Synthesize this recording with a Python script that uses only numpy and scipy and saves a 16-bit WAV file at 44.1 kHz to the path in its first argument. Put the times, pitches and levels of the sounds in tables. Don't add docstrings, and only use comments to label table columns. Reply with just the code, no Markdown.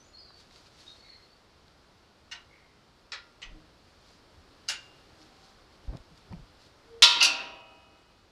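import sys
import numpy as np
from scipy import signal
from scipy.fft import rfft, irfft
from scipy.io import wavfile
from scipy.ndimage import uniform_filter1d, minimum_filter1d, map_coordinates

SR = 44100
rng = np.random.default_rng(int(sys.argv[2]) if len(sys.argv) > 2 else 0)


def nominal_scale(level):
    x = np.asarray(level, float) / 20
    return 10 ** x


def wav_out(sig):
    wavfile.write(sys.argv[1], SR, np.round(np.clip(np.atleast_2d(sig).T, -1, 1) * 32767).astype(np.int16))


N = 366471

# start_s, force_db, build_up_s, hardness_hz
LEAF_HITS = [
    (7.0215, -20.5, 0.0014, 12000),
    (7.0263, -28, .0005, 12000),
    (7.0322, -30.5, 0.00056, 12000),
    (7.0375, -32, .0005, 12000),
    (7.042, -32, 0.00035, 9000),
]
# start_s, force_db, build_up_s, hardness_hz
HOOP_HITS = [
    (7.203, -25, 0.006, 4300),
    (7.21, -30, 0.0015, 4300),
    (7.2255, -27, 0.0015, 15900),
    (7.231, -31, .001, 9000),
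    (7.244, -27, 0.0015, 9000),
    (7.251, -30, .001, 9000),
    (7.36, -27, 0.026, 2440),
    (7.44, -42, 0.039, 3493),
]
# pitch_hz, level_db, t60_s
LEAF_MODES = [(961, -31, 0.7), (1390, -27, 0.58), (2224, -18, 0.04), (2595, -28, 0.7), (2611, -19, 0.18),
              (2763, -17, 0.09), (2966, -27, 0.39), (3044, -27, 0.33), (3114, -27, 0.48), (3136, -27, 0.27),
              (3222, -15, 0.09), (3253, -30, 0.7), (3278, -28, 0.48), (3377, -25, 0.22), (3417, -16, 0.1),
              (3462, -15, 0.22), (3474, -28, 0.27), (3591, -22, 0.22), (3713, -25, 0.22), (3736, -35, 0.5),
              (3799, -8, 0.09), (3835, -26, 0.48), (3848, -33, 0.7), (3949, -20, 0.15), (3994, -19, 0.22),
              (4025, -24, 0.27), (4125, -22, 0.18), (4162, -22, 0.18), (4187, -25, 0.27), (4223, -23, 0.18),
              (4368, -25, 0.22), (4450, -19, 0.18), (4511, -26, 0.22), (4561, -30, 0.39), (4590, -28, 0.22),
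              (4660, -27, 0.22), (4875, -20, 0.15), (4957, -10, 0.04), (5028, -21, 0.18), (5229, -28, 0.39),
              (5276, -27, 0.18), (5341, -24, 0.22), (5403, -27, 0.27), (5507, -28, 0.18), (5575, -21, 0.22),
              (5638, -21, 0.07), (5812, -28, 0.15), (5986, -22, 0.09),
              (545, -38, .4), (639, -38, .4), (950, -39, .3), (1069, -28, .3), (1233, -31, .4),
               (1809, -35, .36), (1933, -35, .33), (2531, -29, .3), (6390, -30, .12), (6455, -36, .2),
               (7031, -32, .15), (7400, -36, .12), (9500, -36, .1)]
# pitch_hz, level_db (per Hz)
LEAF_CROWD = [(150, -69.5), (250, -31.5), (302, -25.5), (837, -24), (945, -11), (1140, -11), (1430, -14),
              (1510, -18), (3700, -0.5), (5600, -10.5), (15500, -35.5)]


def slam():
    swing_s = HOOP_HITS[1][0] - LEAF_HITS[1][0]
    return blow(LEAF_HITS, LEAF_MODES, LEAF_CROWD, early_db=10.5, damping=2.87, tilt=0.05,
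                size=56000, main=1, free_s=swing_s)


# pitch_hz, level_db, t60_s
HOOP_MODES = [(787, -40, 0.7), (1327, -28, 0.07), (1390, -34, 0.7), (2078, -30, 0.18), (2410, -40, 0.48),
              (2531, -31, 0.7), (2587, -40, 0.58), (2600, -35, 0.7), (2623, -36, 0.39), (2680, -35, 0.7),
              (2692, -28, 0.7), (2723, -22, 0.27), (2735, -33, 0.48), (2761, -32, 0.48), (2837, -30, 0.58),
              (2851, -37, 0.39), (2882, -19, 0.27), (2954, -34, 0.13), (3039, -37, 0.33), (3248, -39, 0.48)]
# pitch_hz, level_db, t60_s
TUBES = [(543, -51, 1.7), (580, -50, 1.1), (640, -46, 1.8), (673, -48, 1.6), (774, -47, 1.3),
         (787, -48, 1.8), (951, -42, 1.0), (964, -43, 1.5), (1102, -53, 1.4), (1248, -52, 1.8),
         (1322, -54, 2.1), (2532, -41, 1.6), (2559, -43, .9), (2582, -42, .9), (2716, -42, .9),
         (2765, -44, 1), (2829, -48, 1.1), (2868, -42, 1), (2916, -50, 1.1), (2928, -46, 1.8),
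         (3135, -42, .6), (3348, -38, .6), (3655, -40, .6), (4604, -47, .9), (5416, -46, .5)]
# pitch_hz, level_db (per Hz)
HOOP_CROWD = [(150, -69), (250, -54), (1360, -20.5), (1900, -20.5), (2330, -19.5), (2660, -4),
              (3060, -14.5), (4630, -5), (5800, -10.5), (8470, -23.5), (10400, -19.5), (13300, -34),
              (15500, -69)]
# pitch_hz, level_db, t60_s
CLAP_MODES = [(3493, -27, 0.12), (3892, -28, 0.17), (3920, -29, 0.24), (4130, -25, 0.1), (4178, -30, 0.29),
              (4292, -28, 0.2), (4364, -29, 0.12), (4516, -23, 0.29), (4582, -32, 0.29), (4658, -29, 0.29),
              (4686, -25, 0.29), (4698, -35, 0.42), (4738, -32, 0.24), (4863, -28, 0.17), (4899, -26, 0.24),
              (4982, -27, 0.1), (5131, -29, 0.2), (5366, -31, 0.17), (5521, -36, 0.5), (5577, -33, 0.24),
              (6037, -33, 0.29), (6149, -31, 0.14), (6244, -21, 0.04), (10104, -31, 0.08)]
# pitch_hz, level_db, t60_s
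CLAP_FAINT = [(7200, -40, .15), (9500, -44, .25), (10400, -40, .1), (11200, -46, .12), (12100, -47, .15),
              (13300, -50, .1)]


def rebound():
    hoop = blow(HOOP_HITS, HOOP_MODES, HOOP_CROWD, early_db=6, damping=1.53, tilt=0.17,
                size=48000, main=1, free_s=0.25, lasting=TUBES)
    graze = struck(HOOP_HITS[1][0] - 0.003, CLAP_MODES[:-2], 9000, force_db=-8.4, free_s=0.017)
    clap = struck(HOOP_HITS[2][0], CLAP_MODES + CLAP_FAINT, 24000, force_db=-1.0)
    return hoop + graze + clap


# start_s, force_db, build_up_s, hardness_hz
LATCH_HITS = [
    (4.682, -49, 0.00039, 9100),
    (4.686, -38.5, 0.00091, 14000),
    (4.695, -31.5, 0.0012, 9100),
]
# pitch_hz, level_db, t60_s
LATCH_MODES = [(1445, -44, 0.2), (1490, -41, 0.2), (2139, -44, 0.39), (2720, -36, 0.07), (2783, -33, 0.26),
               (2842, -43, 0.26), (2894, -40, 0.21), (2949, -38, 0.26), (2996, -38, 0.11),
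               (3892, -44, 0.32), (3949, -38, 0.14), (4388, -30, 0.04), (4766, -26, 0.05),
               (4813, -42, 0.16), (4932, -41, 0.14), (5000, -28, 0.04), (5092, -39, 0.17),
               (5298, -31, 0.07), (5332, -40, 0.17), (5349, -31, 0.13), (5372, -42, 0.18),
               (5917, -41, 0.17), (5973, -36, 0.08), (6103, -30, 0.06), (6632, -35, 0.11),
               (6902, -43, 0.32), (7962, -42, 0.09)]
# pitch_hz, level_db, t60_s
LATCH_FAINT = [(2815, -46.5, .75), (2757, -56, .9), (4670, -50, .4), (6331, -49, .16), (8150, -55, .2),
               (9400, -57, .12), (10750, -52, .13), (11900, -62, .12), (13100, -63, .12), (14500, -60, .09)]
# pitch_hz, level_db (per Hz)
LATCH_CROWD = [(290, -58), (500, -19.5), (1120, -16.5), (1470, -4.5), (1990, -11.5), (2840, -9),
               (4200, -10), (5200, -9.5), (10400, -17.5), (15500, -40)]


def latch_knock():
    return blow(LATCH_HITS, LATCH_MODES, LATCH_CROWD, early_db=-19, damping=0.96, tilt=0.38,
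                size=24000, main=1, lasting=LATCH_FAINT)


# start_s, force_db, build_up_s, hardness_hz
RAIL_HITS = [
    (2.313, -50, 0.0008, 7000),
    (2.319, -44, 0.0014, 5970),
]
# pitch_hz, level_db, t60_s
RAIL_MODES = [(1512, -49, 0.24), (1839, -43, 0.1), (1930, -52, 0.24), (2161, -52, 0.2), (2539, -57, 0.5),
              (2644, -45, 0.08), (2785, -57, 0.5), (2809, -52, 0.42), (2850, -33, 0.06), (2917, -54, 0.29),
              (2943, -53, 0.29), (3637, -51, 0.2), (3941, -52, 0.35), (3963, -53, 0.35), (4195, -53, 0.2),
              (4225, -44, 0.12), (4280, -50, 0.1), (4739, -51, 0.17), (5406, -45, 0.08), (6190, -50, 0.2)]
# pitch_hz, level_db, t60_s
RAIL_FAINT = [(953, -54, .3), (840, -57, .2), (5443, -51, .2), (6050, -50, .08), (6907, -60, .14),
              (8037, -60, .16)]
# pitch_hz, level_db (per Hz)
RAIL_CROWD = [(290, -52), (500, -31), (709, -13), (1850, -8.5), (2290, -9), (2860, -8.5), (5580, -14),
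              (12500, -24)]


def rail_knock():
    knock = blow(RAIL_HITS, RAIL_MODES, RAIL_CROWD, early_db=-11, damping=1.0, tilt=0.31,
                 size=18000, main=1, lasting=RAIL_FAINT)
    return knock + struck(RAIL_HITS[0][0], RAIL_MODES + RAIL_FAINT, 9000, force_db=-7, free_s=0.0052)


# start_s, force_db, build_up_s, hardness_hz
BAR_HITS = [
    (3.119, -44.5, 0.001, 8900),
    (3.13, -39.5, 0.0022, 6070),
]
# pitch_hz, level_db, t60_s
BAR_MODES = [(1260, -46, 0.22), (1309, -46, 0.15), (1407, -47, 0.27), (1812, -46, 0.13), (1924, -49, 0.48),
             (1993, -43, 0.18), (2037, -48, 0.15), (2275, -49, 0.27), (2341, -47, 0.15), (2447, -46, 0.18),
             (2522, -51, 0.33), (2603, -48, 0.18), (2721, -43, 0.06), (3202, -49, 0.18), (3831, -49, 0.22),
             (3883, -43, 0.22), (3934, -50, 0.39), (3958, -49, 0.33), (4045, -43, 0.1), (4169, -43, 0.1),
             (4603, -40, 0.05), (4946, -42, 0.09), (5029, -49, 0.13), (5428, -36, 0.08)]
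# pitch_hz, level_db, t60_s
BAR_FAINT = [(953, -53, .4), (1394, -53, .75), (5060, -49, .25), (5491, -49, .26), (6500, -56, .12),
             (6988, -57, .16), (7940, -60, .12)]
# pitch_hz, level_db (per Hz)
BAR_CROWD = [(290, -29), (500, -8), (625, -24), (923, -17), (1380, -6), (3020, -10.5), (3990, -6),
             (8500, -19), (11000, -73)]


def bar_knock():
    return blow(BAR_HITS, BAR_MODES, BAR_CROWD, early_db=-15.0, damping=0.94, tilt=0.24,
                size=18000, lasting=BAR_FAINT)


# start_s, force_db, build_up_s, hardness_hz
STAY_HITS = [
    (3.417, -48, 0.0011, 8900),
    (3.427, -49.5, 0.0009, 5130),
]
# pitch_hz, level_db, t60_s
STAY_MODES = [(1927, -52, 0.25), (1983, -54, 0.22), (2016, -46, 0.18), (2125, -55, 0.18), (2274, -54, 0.25),
              (2491, -52, 0.22), (2524, -47, 0.22), (2564, -54, 0.15), (2884, -49, 0.15), (2924, -55, 0.18),
              (2958, -40, 0.09), (3021, -53, 0.15), (3207, -47, 0.11), (4041, -50, 0.09), (6150, -53, 0.15),
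              (5004, -54, 0.11)]
# pitch_hz, level_db (per Hz)
STAY_CROWD = [(410, -52), (700, -18), (1220, -7.5), (1620, -14), (1960, -3), (2140, -8), (2960, -4),
              (8500, -15), (11000, -66)]


def stay_knock():
    return blow(STAY_HITS, STAY_MODES, STAY_CROWD, early_db=-14, damping=1.0, tilt=0.074, size=18000, main=1)


def gate_blows():
    knocks = rail_knock() + bar_knock() + stay_knock() + latch_knock()
    bass_cut = signal.butter(2, 400, "high", fs=SR, output="sos")
    return signal.sosfilt(bass_cut, knocks + slam() + rebound())


def blow(hits, modes, crowd, early_db, damping, tilt, size, main=0, free_s=0.08, lasting=()):
    out = np.zeros(N + size)
    fade = np.clip((size - np.arange(size)) / (0.05 * SR), 0, 1)
    out[round(hits[0][0] * SR):][:size] = fade * crowd_ring(hits, crowd, damping, tilt, early_db, size)
    main_s = hits[main][0]
    return out[:N] + struck(main_s, modes, size, free_s=free_s) + struck(main_s, lasting, size)


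def struck(s, modes, size, force_db=0, free_s=9):
    out, t = np.zeros(N + size), np.arange(size) / SR
    caught_t60_s = 0.15
    caught_db = force_db - 60 * np.maximum(t - free_s, 0) / caught_t60_s
    for (hz, level_db, t60), (turn, beat, lag) in zip(modes, rng.random((70, 3))):
        bloom = 1 - np.exp(-t * hz / 3)
        waver_db = 3.5 * np.clip((hz / 5000) ** 2, 0.5, 1)
        waver_db = waver_db * np.sin(2 * np.pi * (45 * (0.3 + beat) * t + lag))
        height = nominal_scale(level_db + caught_db + waver_db - 60 * t / t60) * bloom
        out[round(s * SR):][:size] += height * np.sin(2 * np.pi * (hz * t + turn))
    return out[:N]


# pitch_hz, t60_s
CROWD_DECAY = [(300, 0.83), (1000, 0.43), (3000, 0.27), (6000, 0.14), (10000, 0.088), (15000, 0.09)]


def crowd_ring(hits, crowd, damping, tilt, early_db, size):
    hz = np.maximum(np.fft.rfftfreq(size, 1 / SR), 1)
    noise = rfft(rng.standard_normal(size)) * nominal_scale(at_hz(crowd, hz))
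    streaks_db = 4.5 * map_coordinates(rng.standard_normal(800), [hz / 20], order=1)
    noise = noise * nominal_scale(streaks_db)
    noise = noise / np.sqrt(np.mean(np.abs(noise) ** 2) / size)
    octaves = np.arange(np.log2(200), np.log2(18000), 1 / 3)[:, None]
    shares = np.sqrt(np.clip(1 - 3 * np.abs(np.log2(hz) - octaves), 0, 1))
    centre_hz = 2 ** octaves
    t60 = damping * at_hz(CROWD_DECAY, centre_hz) * (centre_hz / 3000) ** tilt
    energy = 0
    for s, force_db, build_s, hard_hz in hits:
        t = np.maximum(np.arange(0, size, 4) / SR - (s - hits[0][0]), 0)
        early = 1 + nominal_scale(early_db - 60 * t / 0.05)
        height = nominal_scale(force_db - 60 * t / t60) * early * (1 - np.exp(-t / build_s))
        energy = energy + height ** 2 / (1 + (centre_hz / hard_hz) ** 6)
    heights = uniform_filter1d(np.repeat(np.sqrt(energy), 4, axis=1), size=4, axis=1)
    return np.sum(irfft(noise * shares, size) * heights, axis=0)


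# peak_s, level_db, rise_s, fall_s, pitch_hz
HINGE = [
    (6.94, -49, .085, .3, 461),
    (5.48, -66, .7, .12, 776),
    (3.56, -56, .08, .13, 311),
    (5.215, -59, .03, .07, 312),
]


def hinge(wobble, wobble_per_s, flutter_db):
    out = np.zeros(N)
    for *shape, hz in HINGE:
        where, t, gain = swell(*shape)
        pitch = hz * (1 + wobble * drift(wobble_per_s, size=len(t)))
        flutter = nominal_scale(flutter_db * drift(70, size=len(t)))
        out[where] += np.sqrt(2) * gain * flutter * np.sin(2 * np.pi * np.cumsum(pitch) / SR)
    return out


# peak_s, level_db, rise_s, fall_s
SHUDDER = [
    (7.18, -51, 0.05, 0.09),
    (7.25, -51.5, .1, .6),
]
# pitch_hz, level_db (per Hz)
SHUDDER_COLOUR = [(110, -17.5), (190, -10), (300, -1), (450, -8.5), (900, -12), (1500, -48.5)]


def shudder():
    return lumpy_noise(SHUDDER, SHUDDER_COLOUR, lumpy_db=1.0)


# peak_s, level_db, length_s
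CRUNCH = [(0.405, -57.5, 0.15), (.566, -58, 0.24), (0.67, -61, 0.042), (0.808, -59.5, 0.13),
          (0.89, -59.5, 0.83), (4.1, -63, 0.46), (5.22, -62, 0.33), (5.453, -60, 0.3),
          (5.971, -46.5, 0.0066), (6.178, -59, 0.052), (6.62, -62, 0.13), (6.664, -64, 0.12)]
# pitch_hz, level_db (per Hz)
CRUNCH_COLOUR = [(1500, -5), (2500, -3.5), (4500, 5), (8000, -10.5), (12000, -23), (15000, -33)]


def crunch(per_s, spread_db):
    sizes = nominal_scale(spread_db * np.minimum(rng.exponential(1, N), 5)) * rng.choice([-1, 1], N)
    snaps = coloured(sizes * (rng.random(N) < per_s / SR), CRUNCH_COLOUR)
    rise = 0.48
    return snaps * swells([(s, level_db, rise * length_s, (1 - rise) * length_s)
                           for s, level_db, length_s in CRUNCH])


# start_s, peak_db, pitch_hz
TICKS = [(0.305, -48, 1100), (0.3046, -52, 1780), (0.398, -55, 5200), (4.682, -32, 5000),
         (6.3255, -49, 4500), (0.51, -47, 4200), (0.5598, -39, 4230), (0.6674, -51, 4790),
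         (1.681, -49, 4430), (5.2156, -47, 5300), (5.222, -48, 4700), (5.228, -47, 5350),
         (5.9707, -59, 1050), (6.173, -59, 4200), (6.325, -41.5, 930), (6.333, -43.5, 2520)]


def ticks(cycles):
    out = np.zeros(N + 2000)
    dull = signal.butter(2, [700, 9000], "band", fs=SR, output="sos")
    for s, peak_db, hz in TICKS:
        force = rng.standard_normal(2000) * np.exp(-np.arange(2000) / (0.0012 * SR))
        tick = signal.sosfilt(dull, ring(force, hz, cycles / hz) + 0.34 * force)
        out[round(s * SR):][:2000] += nominal_scale(peak_db) * tick / np.abs(tick).max()
    return out[:N]


# start_s, peak_db, pitch_hz, rise_s, t60_s
JOLTS = [(3.455, -44, 31.5, .02, 0.15), (3.51, -42, 32, 0.015, 0.17), (3.6, -68, 125, 0.033, 0.54),
         (4.363, -49.5, 86.5, .03, 0.097), (5.84, -56, 45, .01, 0.046), (5.879, -26.5, 47.4, 0.0064, 0.094),
         (5.948, -32.5, 166, 0.0047, 0.019), (6.0, -45, 49.6, .01, 0.04), (6.109, -51.5, 171, .01, 0.067),
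         (6.306, -40, 90, .008, 0.041), (6.33, -33.5, 175, 0.0029, 0.094), (6.36, -42, 45, 0.0092, 0.058),
         (6.387, -44.5, 146, 0.0076, 0.049), (6.41, -43, 39.6, .012, 0.077)]


def jolts():
    out, t = np.zeros(N + SR), np.arange(SR // 2) / SR
    for s, peak_db, hz, rise_s, t60 in JOLTS:
        shape = (1 - np.exp(-t / rise_s)) ** 2 * nominal_scale(-60 * t / t60)
        swing = np.sin(2 * np.pi * hz * t * (1 - 1.13 * np.minimum(t, 0.15)))
        out[round(s * SR):][:len(t)] += nominal_scale(peak_db) * shape / shape.max() * swing
    return out[:N]


# peak_s, level_db, rise_s, fall_s
RUBS = [
    (3.512, -57, 0.13, 0.35),
    (5.955, -42, 0.12, 0.037),
    (6.334, -48, 0.087, 0.135),
]
# pitch_hz, level_db (per Hz)
RUB_COLOUR = [(40, -16), (120, -7), (300, -17), (650, -21), (1000, -30.5), (2500, -44), (5000, -72)]


def hand_rubs():
    return lumpy_noise(RUBS, RUB_COLOUR, lumpy_db=2.0)


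# start_s, level_db, length_s, pitch_hz
RISING = [(0, -54, 0.032, 6070), (.03, -66, 0.099, 6850), (.13, -50.5, 0.068, 4330),
          (.175, -54, 0.057, 4890), (.33, -58.5, 0.065, 4420), (.805, -64, 0.03, 4320),
          (.865, -50, 0.063, 3720), (.885, -51, 0.029, 4190), (.972, -59, 0.092, 4380),
          (1.045, -61, 0.032, 3900), (1.08, -50.5, 0.045, 4260), (1.122, -56, 0.03, 4000),
          (1.143, -59, 0.04, 4250), (1.215, -59, 0.034, 4260), (1.29, -64, 0.054, 4500)]
# start_s, level_db, length_s, pitch_hz
FALLING = [
    (.198, -50.5, 0.067, 4950),
    (.232, -60, 0.086, 4900),
    (.285, -60, 0.031, 4900),
]


def songbirds():
    tremble, broken_db = 0.014, 5
    rising = whistles(RISING, 1500, tremble, broken_db)
    return rising + whistles(FALLING, -14000, tremble, broken_db)


def whistles(rows, slide_hz_per_s, wobble, flutter_db):
    out, attack = np.zeros(N), 0.25
    for s, level_db, length_s, hz in rows:
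        t = np.arange(round(length_s * SR)) / SR
        ramp = np.minimum(t / attack, (length_s - t) / (1 - attack)) / length_s
        shape = np.sin(np.pi / 2 * ramp)
        pitch = (hz + slide_hz_per_s * t) * (1 + wobble * drift(132, size=len(t)))
        level = nominal_scale(level_db + flutter_db * drift(270, size=len(t)))
        out[round(s * SR):][:len(t)] += np.sqrt(2) * shape * level * np.sin(2 * np.pi * np.cumsum(pitch) / SR)
    return out


# start_s, level_db, pitch_hz
CAWS = [
    (1.0, -58, 2176),
    (2.47, -56.5, 2190),
]


def caws(pulse_hz, width_hz):
    out = np.zeros(N)
    rise_s, fall_s, sag_hz_per_s = 0.07, 0.27, -500
    for s, level_db, hz in CAWS:
        where, t, gain = swell(s + rise_s, level_db, rise_s, fall_s)
        rough = signal.lfilter(*signal.butter(1, width_hz, fs=SR), rng.standard_normal(SR)[:len(t)])
        beats = 0.5 + 0.5 * np.cos(2 * np.pi * pulse_hz * t)
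        carrier = np.sin(2 * np.pi * (hz + sag_hz_per_s * t / 2) * t)
        out[where] += gain * rms_one(carrier * beats * (0.8 + rms_one(rough)))
    return out


def wood(x, t60):
    t = np.arange(SR) / SR
    tail = rng.standard_normal(SR) * nominal_scale(-60 * t / t60) * np.clip(t / 0.022, 0, 1)
    tail = signal.lfilter(*signal.butter(1, 6000, fs=SR), tail)
    return signal.fftconvolve(x, tail / np.sqrt(np.sum(tail ** 2)))[:N]


# time_s, level_db
AIR_LEVEL = [(0.0, 0.5), (.9, 1), (1.7, 0), (3.1, -1), (3.7, 0.5), (4.9, 3), (6.3, 2), (6.901, 1.5),
             (7.9, -0.5), (8.31, -1)]
# pitch_hz, level_db (per Hz)
RUMBLE = [(12, -30.5), (20, -3), (81, 0.5), (145, -5.5), (271, -6.5), (306, -5), (332, -5.5), (775, -10),
          (1340, -11), (2500, -27), (3250, -55.5)]
# pitch_hz, level_db (per Hz)
HISS = [(710, -34), (1200, -17), (1380, -1), (1490, -4.5), (1940, -4), (3820, -2.5), (4490, -0.5),
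        (5560, -6), (5990, -10.5), (15600, -29)]


def air(gust_db):
    air_db = np.interp(np.arange(N) / SR, *np.transpose(AIR_LEVEL))
    rumble_gain = nominal_scale(-61.5 + 0.92 * air_db + gust_db * drift(2.8))
    rumble = rumble_gain * coloured(rng.standard_normal(N), RUMBLE)
    hiss_gain = nominal_scale(-66.5 + air_db + gust_db * drift(20))
    hiss = hiss_gain * coloured(rng.standard_normal(N), [(600, -46.0)] + HISS)
    return rumble + hiss


def lumpy_noise(rows, colour, lumpy_db):
    return swells(rows) * nominal_scale(lumpy_db * drift(60)) * coloured(rng.standard_normal(N), colour)


def swell(peak_s, level_db, rise_s, fall_s):
    start = max(round((peak_s - rise_s) * SR), 0)
    stop = min(round((peak_s + fall_s) * SR), N)
    t = np.arange(start, stop) / SR - peak_s
    away = np.maximum(-t / rise_s, t / fall_s)
    return slice(start, stop), t - t[0], nominal_scale(level_db - 20 * away) * np.clip(10 * (1 - away), 0, 1)


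def swells(rows):
    level = np.zeros(N)
    for row in rows:
        where, _, gain = swell(*row)
        level[where] += gain
    return level


def ring(force, hz, t60):
    r, w = nominal_scale(-60 / (t60 * SR)), 2 * np.pi * hz / SR
    return signal.lfilter([0, np.sin(w)], [1, -2 * r * np.cos(w), r * r], force + 1e-18)


def drift(rate, size=N):
    points = rng.standard_normal(N // 200)
    return map_coordinates(points, [np.arange(size) * rate / SR], order=3)


def coloured(x, spectrum):
    hz = np.maximum(np.fft.rfftfreq(len(x), 1 / SR), 1)
    return rms_one(irfft(rfft(x) * nominal_scale(at_hz(spectrum, hz)), len(x)))


def rms_one(x):
    return x / np.sqrt(np.mean(x ** 2) + 1e-20)


def at_hz(points, hz):
    table_hz, values = np.transpose(points)
    return np.interp(np.log(hz), np.log(table_hz), values)


def scene():
    gate = hinge(wobble=0.0017, wobble_per_s=15, flutter_db=0.0) + gate_blows() + shudder()
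    birds = songbirds() + caws(pulse_hz=45, width_hz=70)
    feet = crunch(per_s=8000, spread_db=3.0) + ticks(cycles=17)
    echo = wood(nominal_scale(-20.5) * gate, t60=0.49) + wood(nominal_scale(-10) * birds, t60=0.3)
    hand = jolts() + hand_rubs()
    return (gate + nominal_scale(-6.0) * birds + echo + feet + hand + air(gust_db=0.4))[None]


def low_pass(x):
    return signal.sosfilt(signal.butter(12, 15710, fs=SR, output="sos"), x)


def record(dry):
    rolled = signal.sosfilt(signal.butter(4, 14500, fs=SR, output="sos"), dry)
    room = np.minimum(1, 0.99 / (np.abs(rolled) + 1e-9))
    gain = uniform_filter1d(minimum_filter1d(room, size=129), size=129)
    return low_pass(rolled * gain)


dry = scene()
out = record(dry)
wav_out(out)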